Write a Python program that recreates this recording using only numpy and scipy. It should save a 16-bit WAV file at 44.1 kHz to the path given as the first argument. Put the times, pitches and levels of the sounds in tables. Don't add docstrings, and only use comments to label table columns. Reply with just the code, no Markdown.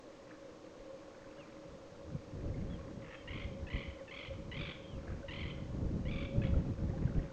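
import sys
import numpy as np
from scipy import signal
from scipy.fft import rfft, irfft, next_fast_len
from scipy.io import wavfile
from scipy.ndimage import map_coordinates

SR = 44100
rng = np.random.default_rng(int(sys.argv[2]) if len(sys.argv) > 2 else 0)


def to_wav(s):
    ch = np.atleast_2d(s).T
    pcm = np.round(np.clip(ch, -1, 1) * 32767)
    wavfile.write(sys.argv[1], SR, pcm.astype(np.int16))


N = 323025

# frequency in Hz, relative density in dB.
AIR_DB = [(20, 4.5), (60, -7), (150, -2), (280, 2.5), (420, -1), (700, -5.5), (1100, -8.5), (1600, -15),
          (2500, -17), (4000, -19), (6500, -21.5), (8000, -30.5), (9000, -40.5), (10000, -50.5)]
BIG_EDDY_DB = [(10, -12.5), (25, -0.5), (50, 1), (75, 4), (110, -10.5), (250, -41), (2000, -100)]
QUICK_EDDY_DB = [(30, -34), (70, -6), (105, 2), (170, -1), (270, -7), (400, -13.5), (600, -22.5),
                 (1000, -35.5), (2000, -47), (5000, -68), (10000, -100)]
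# centre in Hz, half width in Hz, level in dB.
HUM_BANDS = [(308.2, 12, -62), (485, 52, -61), (550.4, 28, -60), (1086, 87, -72.5)]
# time in seconds, relative level in dB.
HUM_SWELL_DB = [(0.0, -59), (0.45, -66), (1.47, -55.5), (2.14, -65), (2.57, -56.5), (3.38, -62.5),
                (3.99, -54), (4.34, -59.5), (6.03, -59.5), (6.32, -51), (6.99, -57), (7.32, -56.5)]
# start in seconds, level in dB before the envelope.
HUM_THROBS = [(0.926, -40), (1.379, -44), (4.008, -40.5), (4.303, -37), (5.241, -36.5), (6.054, -40),
              (6.345, -40), (6.866, -58)]
# frequency in Hz, level in dB.
WHINE_HZ_DB = (6667, -88)
# time in seconds, strength in dB.
WIND_DB = [(0.0, -68), (0.33, -65), (1.65, -61.5), (1.71, -50), (1.79, -60.5), (2.04, -56.5), (2.16, -38),
           (2.18, -48.5), (2.24, -61.5), (2.38, -39), (2.61, -35.5), (2.77, -47.5), (3.0, -45),
           (3.12, -56.5), (3.26, -55), (3.32, -44.5), (3.65, -42.5), (3.71, -52), (3.75, -39),
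           (3.83, -45.5), (3.89, -47), (3.95, -58.5), (4.24, -56), (4.32, -44.5), (4.52, -45),
           (4.63, -38.5), (4.65, -46), (4.87, -52), (4.93, -40.5), (5.06, -50.5), (5.09, -37.5),
           (5.26, -54.5), (5.36, -43.5), (5.53, -41.5), (5.57, -44), (5.91, -35), (6.03, -40), (6.1, -34.5),
           (6.3, -41), (6.36, -36), (6.38, -35), (6.54, -34), (6.61, -31.5), (6.63, -39), (6.71, -33),
           (6.75, -45), (6.85, -32), (6.87, -39), (7.05, -33.5), (7.14, -40), (7.2, -33), (7.32, -52.5)]
# centre in seconds, peak in dB, pitch in Hz, 1/e half length in seconds.
WIND_THUDS = [(.81, -52, 42, .016), (2.153, -29.5, 142, 0.007), (2.587, -32.5, 129, 0.0069),
              (3.751, -29, 70.5, 0.0068), (3.888, -36.5, 76, 0.012), (5.858, -27.5, 70, 0.0057),
              (6.384, -21, 83.5, 0.0044), (6.451, -22.5, 100, 0.0034), (7.055, -22, 111, 0.005),
              (7.187, -26.5, 40, 0.0099)]
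# frequency in Hz, time to fall 60 dB in seconds.
BANK_T60_S = [(300, 0.14), (2200, 0.6), (3300, 0.64), (8000, 0.2)]
# start in seconds, length in seconds, top pitch in Hz, end pitch in Hz,
# level in dB, loudest point as a share of the length.
FAR_WHISTLES = [(1.354, 0.098, 2940, 2310, -60.5, 0.84), (2.663, 0.17, 3380, 2350, -66.5, 0.42),
                (3.115, .115, 3230, 3110, -64.5, .6), (3.952, 0.087, 2110, 1430, -64, 0.56),
                (4.813, 0.21, 3260, 2320, -63.5, .33)]
# centre in seconds, level in dB, 1/e half length of the power in seconds.
SWIM_SPLASHES = [(0.313, -63, 0.024), (1.33, -67.5, 0.25), (2.683, -68, 0.24), (5.076, -61, 0.058),
                 (5.543, -69.5, 0.19), (6.55, -71, 0.17), (7.098, -65, 0.24)]
# time in seconds, relative level in dB, first pitch in Hz.
BIG_PLOPS = [(.311, -51.5, 1660), (1.385, -57, 1590), (2.545, -54.5, 2060), (2.79, -53.5, 1060),
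             (5.077, -53, 690), (5.08, -52, 1650), (5.103, -53.5, 1235), (5.123, -52.5, 1530),
             (5.231, -53, 1480), (6.541, -49, 1326), (6.936, -49.5, 776), (7.077, -50.5, 1520),
             (7.193, -52, 1820)]
# frequency in Hz, relative gain in dB.
THROAT_DB = [(500, -22), (1050, -8.5), (1500, -4.5), (1900, -5), (2250, 0), (2700, 0), (3300, -4),
             (3800, -12.5), (4500, -11.5), (5500, -25.5), (8000, -59)]
OPEN_JAW_DB = [(500, -23.5), (1050, -9.5), (1500, 1.5), (1900, -4), (2250, -2.5), (2700, -7.5),
               (3500, -1.5), (3950, -9), (4600, -19), (5500, -30), (8000, -49.5)]
# start in seconds, chirp count, period in seconds, slow-start lag in seconds,
# first pitch in Hz, full-effort pitch in Hz, scoop as a share of pitch, level in dB, cut at the start
# in dB, cut at the end in dB, first and last roughness from 0 to 1, treble tilt in dB per octave.
CALL_BURSTS = [(3.019, 7, .0206, 0.0012, 900, 871, .27, -55, 5, -4, 0.82, .85, -9),
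               (3.275, 8, .0202, .018, 941, 1057, .28, -50, -2.5, 2, .2, .6, -2.5),
               (3.665, 10, 0.023, 0.024, 857, 1050, 0.26, -47, 6, 12.5, 0.13, 0.42, -0.5),
               (4.077, 9, .021, 0.024, 885, 1100, 0.26, -48, 4.5, 3.5, 0.1, .4, 1),
               (4.513, 10, 0.02, 0.016, 943, 1136, 0.2, -47, 1, 1, 0.2, .88, 4),
               (5.281, 10, .0233, .007, 929, 1069, .2, -49, 0.5, 2, 0.19, 0.36, 4),
               (6.05, 9, .0222, 0.019, 950, 1193, 0.16, -49.5, 5.5, 1.5, 0.11, 0.66, 1.5),
               (6.418, 4, .0138, .006, 856, 1214, 0.21, -52, -1.5, 1.5, 0.31, 0.98, 1)]


def amp(db):
    return 10 ** (np.asarray(db) / 20)


def unit(x):
    return x / np.sqrt(np.mean(x ** 2) + 1e-20)


def along(points, hz):
    knots_hz, values = np.transpose(points)
    return np.interp(np.log(hz + 1), np.log(knots_hz + 1), values)


def curve(rows):
    return np.interp(np.arange(N) / SR, *np.transpose(rows))


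def wobble(rate_hz, size=N):
    knots = rng.standard_normal(int(size * rate_hz / SR) + 4)
    return map_coordinates(knots, [np.arange(size) * rate_hz / SR])


def filtered(x, response):
    size = next_fast_len(N + SR // 2)
    return irfft(rfft(x, size) * response(np.fft.rfftfreq(size, 1 / SR)), size)[:N]


def noise(spectrum):
    return unit(filtered(rng.standard_normal(N), lambda hz: amp(along(spectrum, hz))))


def add(track, start_s, sound):
    part = track[max(round(start_s * SR), 0):][:len(sound)]
    part += sound[:len(part)]


def hiss(level_db=-58):
    return amp(level_db) * noise(AIR_DB)


def hum(tone_hz=545, drift_hz=13, tone_db=-61, swell_db=3, shimmer_db=1.5, throb_s=.036):
    bands = np.zeros(N)
    for hz, width_hz, db in HUM_BANDS:
        band = filtered(rng.standard_normal(N), lambda f: 1 / (1 + ((f - hz) / width_hz) ** 2))
        bands += amp(db) * unit(band)
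    slow_db = curve(HUM_SWELL_DB)
    envelope = amp(tone_db + slow_db - slow_db.mean() + swell_db * wobble(7) + shimmer_db * wobble(45))
    u = np.linspace(0, 1, int(throb_s * SR))
    throb = (1 - np.exp(-(u / .087) ** 2)) * (1 - u) / 2
    for start_s, db in HUM_THROBS:
        add(envelope, start_s, amp(db) * throb)
    tone = unit(np.sin(2 * np.pi * np.cumsum(tone_hz + drift_hz * wobble(40)) / SR))
    whine_hz, whine_db = WHINE_HZ_DB
    whine = unit(np.sin(2 * np.pi * whine_hz * np.arange(N) / SR))
    return bands + envelope * tone + amp(whine_db) * whine


def wind(big_db=-6, quick_db=-3, big_lumps_db=3, quick_lumps_db=2, big_growth=1.15):
    strength_db = curve(WIND_DB)
    gust_db = strength_db - strength_db.mean()
    big = unit(amp(big_lumps_db * wobble(16)) * noise(BIG_EDDY_DB))
    quick = unit(amp(quick_lumps_db * wobble(35)) * noise(QUICK_EDDY_DB))
    eddies = amp(big_db + big_growth * gust_db) * big + amp(quick_db + gust_db) * quick
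    out = amp(strength_db.mean()) * eddies
    for centre_s, db, hz, half_s in WIND_THUDS:
        t = np.arange(-4 * half_s, 4 * half_s, 1 / SR)
        add(out, centre_s + t[0], amp(db) * np.exp(-(t / half_s) ** 2) * np.cos(2 * np.pi * hz * t))
    return out


def bank_echo(x, build_s=.014, blocks=24):
    out = np.zeros(N)
    for block in np.array_split(np.arange(N), blocks):
        hz, t, spectra = signal.stft(rng.standard_normal(SR * 3 // 4), SR, nperseg=256)
        envelope = amp(-60 * t / along(BANK_T60_S, hz)[:, None]) * (1 - np.exp(-t / build_s))
        tail = signal.istft(spectra * envelope, SR, nperseg=256)[1]
        piece = x[block] * signal.windows.tukey(len(block), .02)
        add(out, block[0] / SR, signal.fftconvolve(piece, tail / np.linalg.norm(tail)))
    return out


def whistles(crest_share=.31, waver=.004, flicker_db=4, fade_db_per_length=19):
    out = np.zeros(N)
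    for start_s, length_s, top_hz, end_hz, db, loudest in FAR_WHISTLES:
        size = int(length_s * SR)
        u = np.linspace(0, 1, size)
        arch = np.cos(np.pi / 2 * (u - crest_share) / (1 - crest_share)) ** 2
        pitch_hz = (end_hz + (top_hz - end_hz) * arch) * (1 + waver * wobble(150, size))
        tone = unit(np.sin(2 * np.pi * np.cumsum(pitch_hz) / SR) * amp(flicker_db * wobble(70, size)))
        envelope = amp(db - fade_db_per_length * np.abs(u - loudest)) * signal.windows.tukey(size, .2)
        add(out, start_s, tone * envelope)
    return out


def bubble(hz, cycles, rise_share=.12, onset_share=.1):
    u = np.linspace(0, 1, int(cycles / hz * SR))
    envelope = (1 - np.exp(-(u / onset_share) ** 2)) * amp(-30 * u) * (1 - u)
    return 2 * envelope * np.sin(2 * np.pi * cycles * (u + rise_share * u * u / 2))


def water(bubble_count=1300, fizz_hz=1550, wash_gain=.5, lapping_db=-72):
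    plops, fizz = np.zeros(N), np.zeros(N)
    for time_s, db, hz in BIG_PLOPS:
        add(plops, time_s - .002, amp(db + 2.5) * bubble(hz, cycles=29.5))
    starts_s = rng.uniform(0, N / SR, bubble_count)
    for start_s, (higher, louder) in zip(starts_s, rng.standard_normal((bubble_count, 2))):
        add(fizz, start_s, amp(3.3 * louder) * bubble(fizz_hz * np.exp(.28 * higher), cycles=12))
    wash = noise([(300, -19.5), (700, 2), (1600, -2.5), (2500, -3), (4000, -25.5), (10000, -71.5)])
    t = np.arange(N) / SR
    power = np.full(N, amp(lapping_db) ** 2)
    for centre_s, db, half_s in SWIM_SPLASHES:
        power += amp(db) ** 2 * np.exp(-((t - centre_s) / half_s) ** 2)
    return plops + np.sqrt(power) * unit(unit(fizz) + wash_gain * wash)


def throat(hz, call_hz, gape, tilt_db_per_oct):
    tension = np.sqrt(call_hz / 1070)
    shape_db = (1.5 - gape) * along(THROAT_DB, hz / tension) + gape * along(OPEN_JAW_DB, hz / tension)
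    treble_db = tilt_db_per_oct * np.log2(np.clip(hz / 2200, 1, 1.7))
    return amp(shape_db + treble_db)


def chirp(length_s, hz, slide, scoop, gape, tilt_db_per_oct,
          dive=.689, waver=.022, jitter=.066, flutter=.45, rasp=.68, puff=.78):
    size = int(length_s * SR)
    u = np.linspace(-1, 1, size)
    attack = np.exp(-3 * (u + 1))
    contour = 1 + slide * u + scoop * np.abs(u) ** 2.48 + dive * gape ** 1.493 * attack
    pitch_hz = hz * contour * (1 + waver * wobble(256, size) + jitter * gape * wobble(915, size))
    phase = 2 * np.pi * np.cumsum(pitch_hz) / SR
    voice = np.zeros(size)
    for k in range(1, 7):
        gain = throat(np.abs(k * pitch_hz), hz, gape, tilt_db_per_oct) * amp(rng.normal(0, 1))
        voice += gain * np.sin(k * phase)
    voice = unit(voice) * (1 + flutter * gape * wobble(700, size))
    airflow = rng.standard_normal(size) * (1 + np.cos(phase))
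    response = throat(np.fft.rfftfreq(size, 1 / SR), hz, gape, tilt_db_per_oct)
    breath = unit(irfft(rfft(airflow) * response, size))
    return unit(voice + (rasp * gape + puff * attack) * breath) * (1 - u ** 10) ** 2


def otter(warm_up_s=.036, sag_hz_per_s=333, cold_dull_db_per_oct=5, scatter_db=.8, stumble_s=.0009):
    out = np.zeros(N)
    for (start_s, count, period_s, lag_s, first_hz, full_hz, full_scoop,
         db, soft_db, fade_db, first_rough, last_rough, tilt_db_per_oct) in CALL_BURSTS:
        k = np.arange(round(count) + 1)
        onsets_s = k * period_s + lag_s * (1 - .5 ** k)
        scatter = rng.standard_normal((len(k), 4))
        for t, gap_s, (louder, higher, steeper, later) in zip(onsets_s, np.diff(onsets_s), scatter):
            cold = np.exp(-(t / warm_up_s) ** 2)
            spent = t / onsets_s[-2]
            hz = (full_hz + (first_hz - full_hz) * cold - sag_hz_per_s * t) * (1 + .02 * higher)
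            slide = .049 * cold - .069 * spent + .048 * steeper
            scoop = full_scoop * (1 - .51 * cold)
            gape = first_rough + (last_rough - first_rough) * spent
            treble_db_per_oct = tilt_db_per_oct - cold_dull_db_per_oct * cold
            level_db = db - soft_db * cold - fade_db * spent ** 3 + scatter_db * louder
            sound = chirp(.802 * gap_s, hz, slide, scoop, gape, treble_db_per_oct)
            add(out, start_s + t + stumble_s * later, amp(level_db) * sound)
    return out


def scene(echo_db=-10):
    river = otter() + water()
    far = whistles()
    echo = amp(echo_db) * bank_echo(river + far / 2)
    return (river + far + echo + wind() + hum() + hiss())[None]


def record(dry, top_hz=15700):
    return filtered(dry[0], lambda hz: hz < top_hz)[None]


dry = scene()
out = record(dry)
to_wav(out)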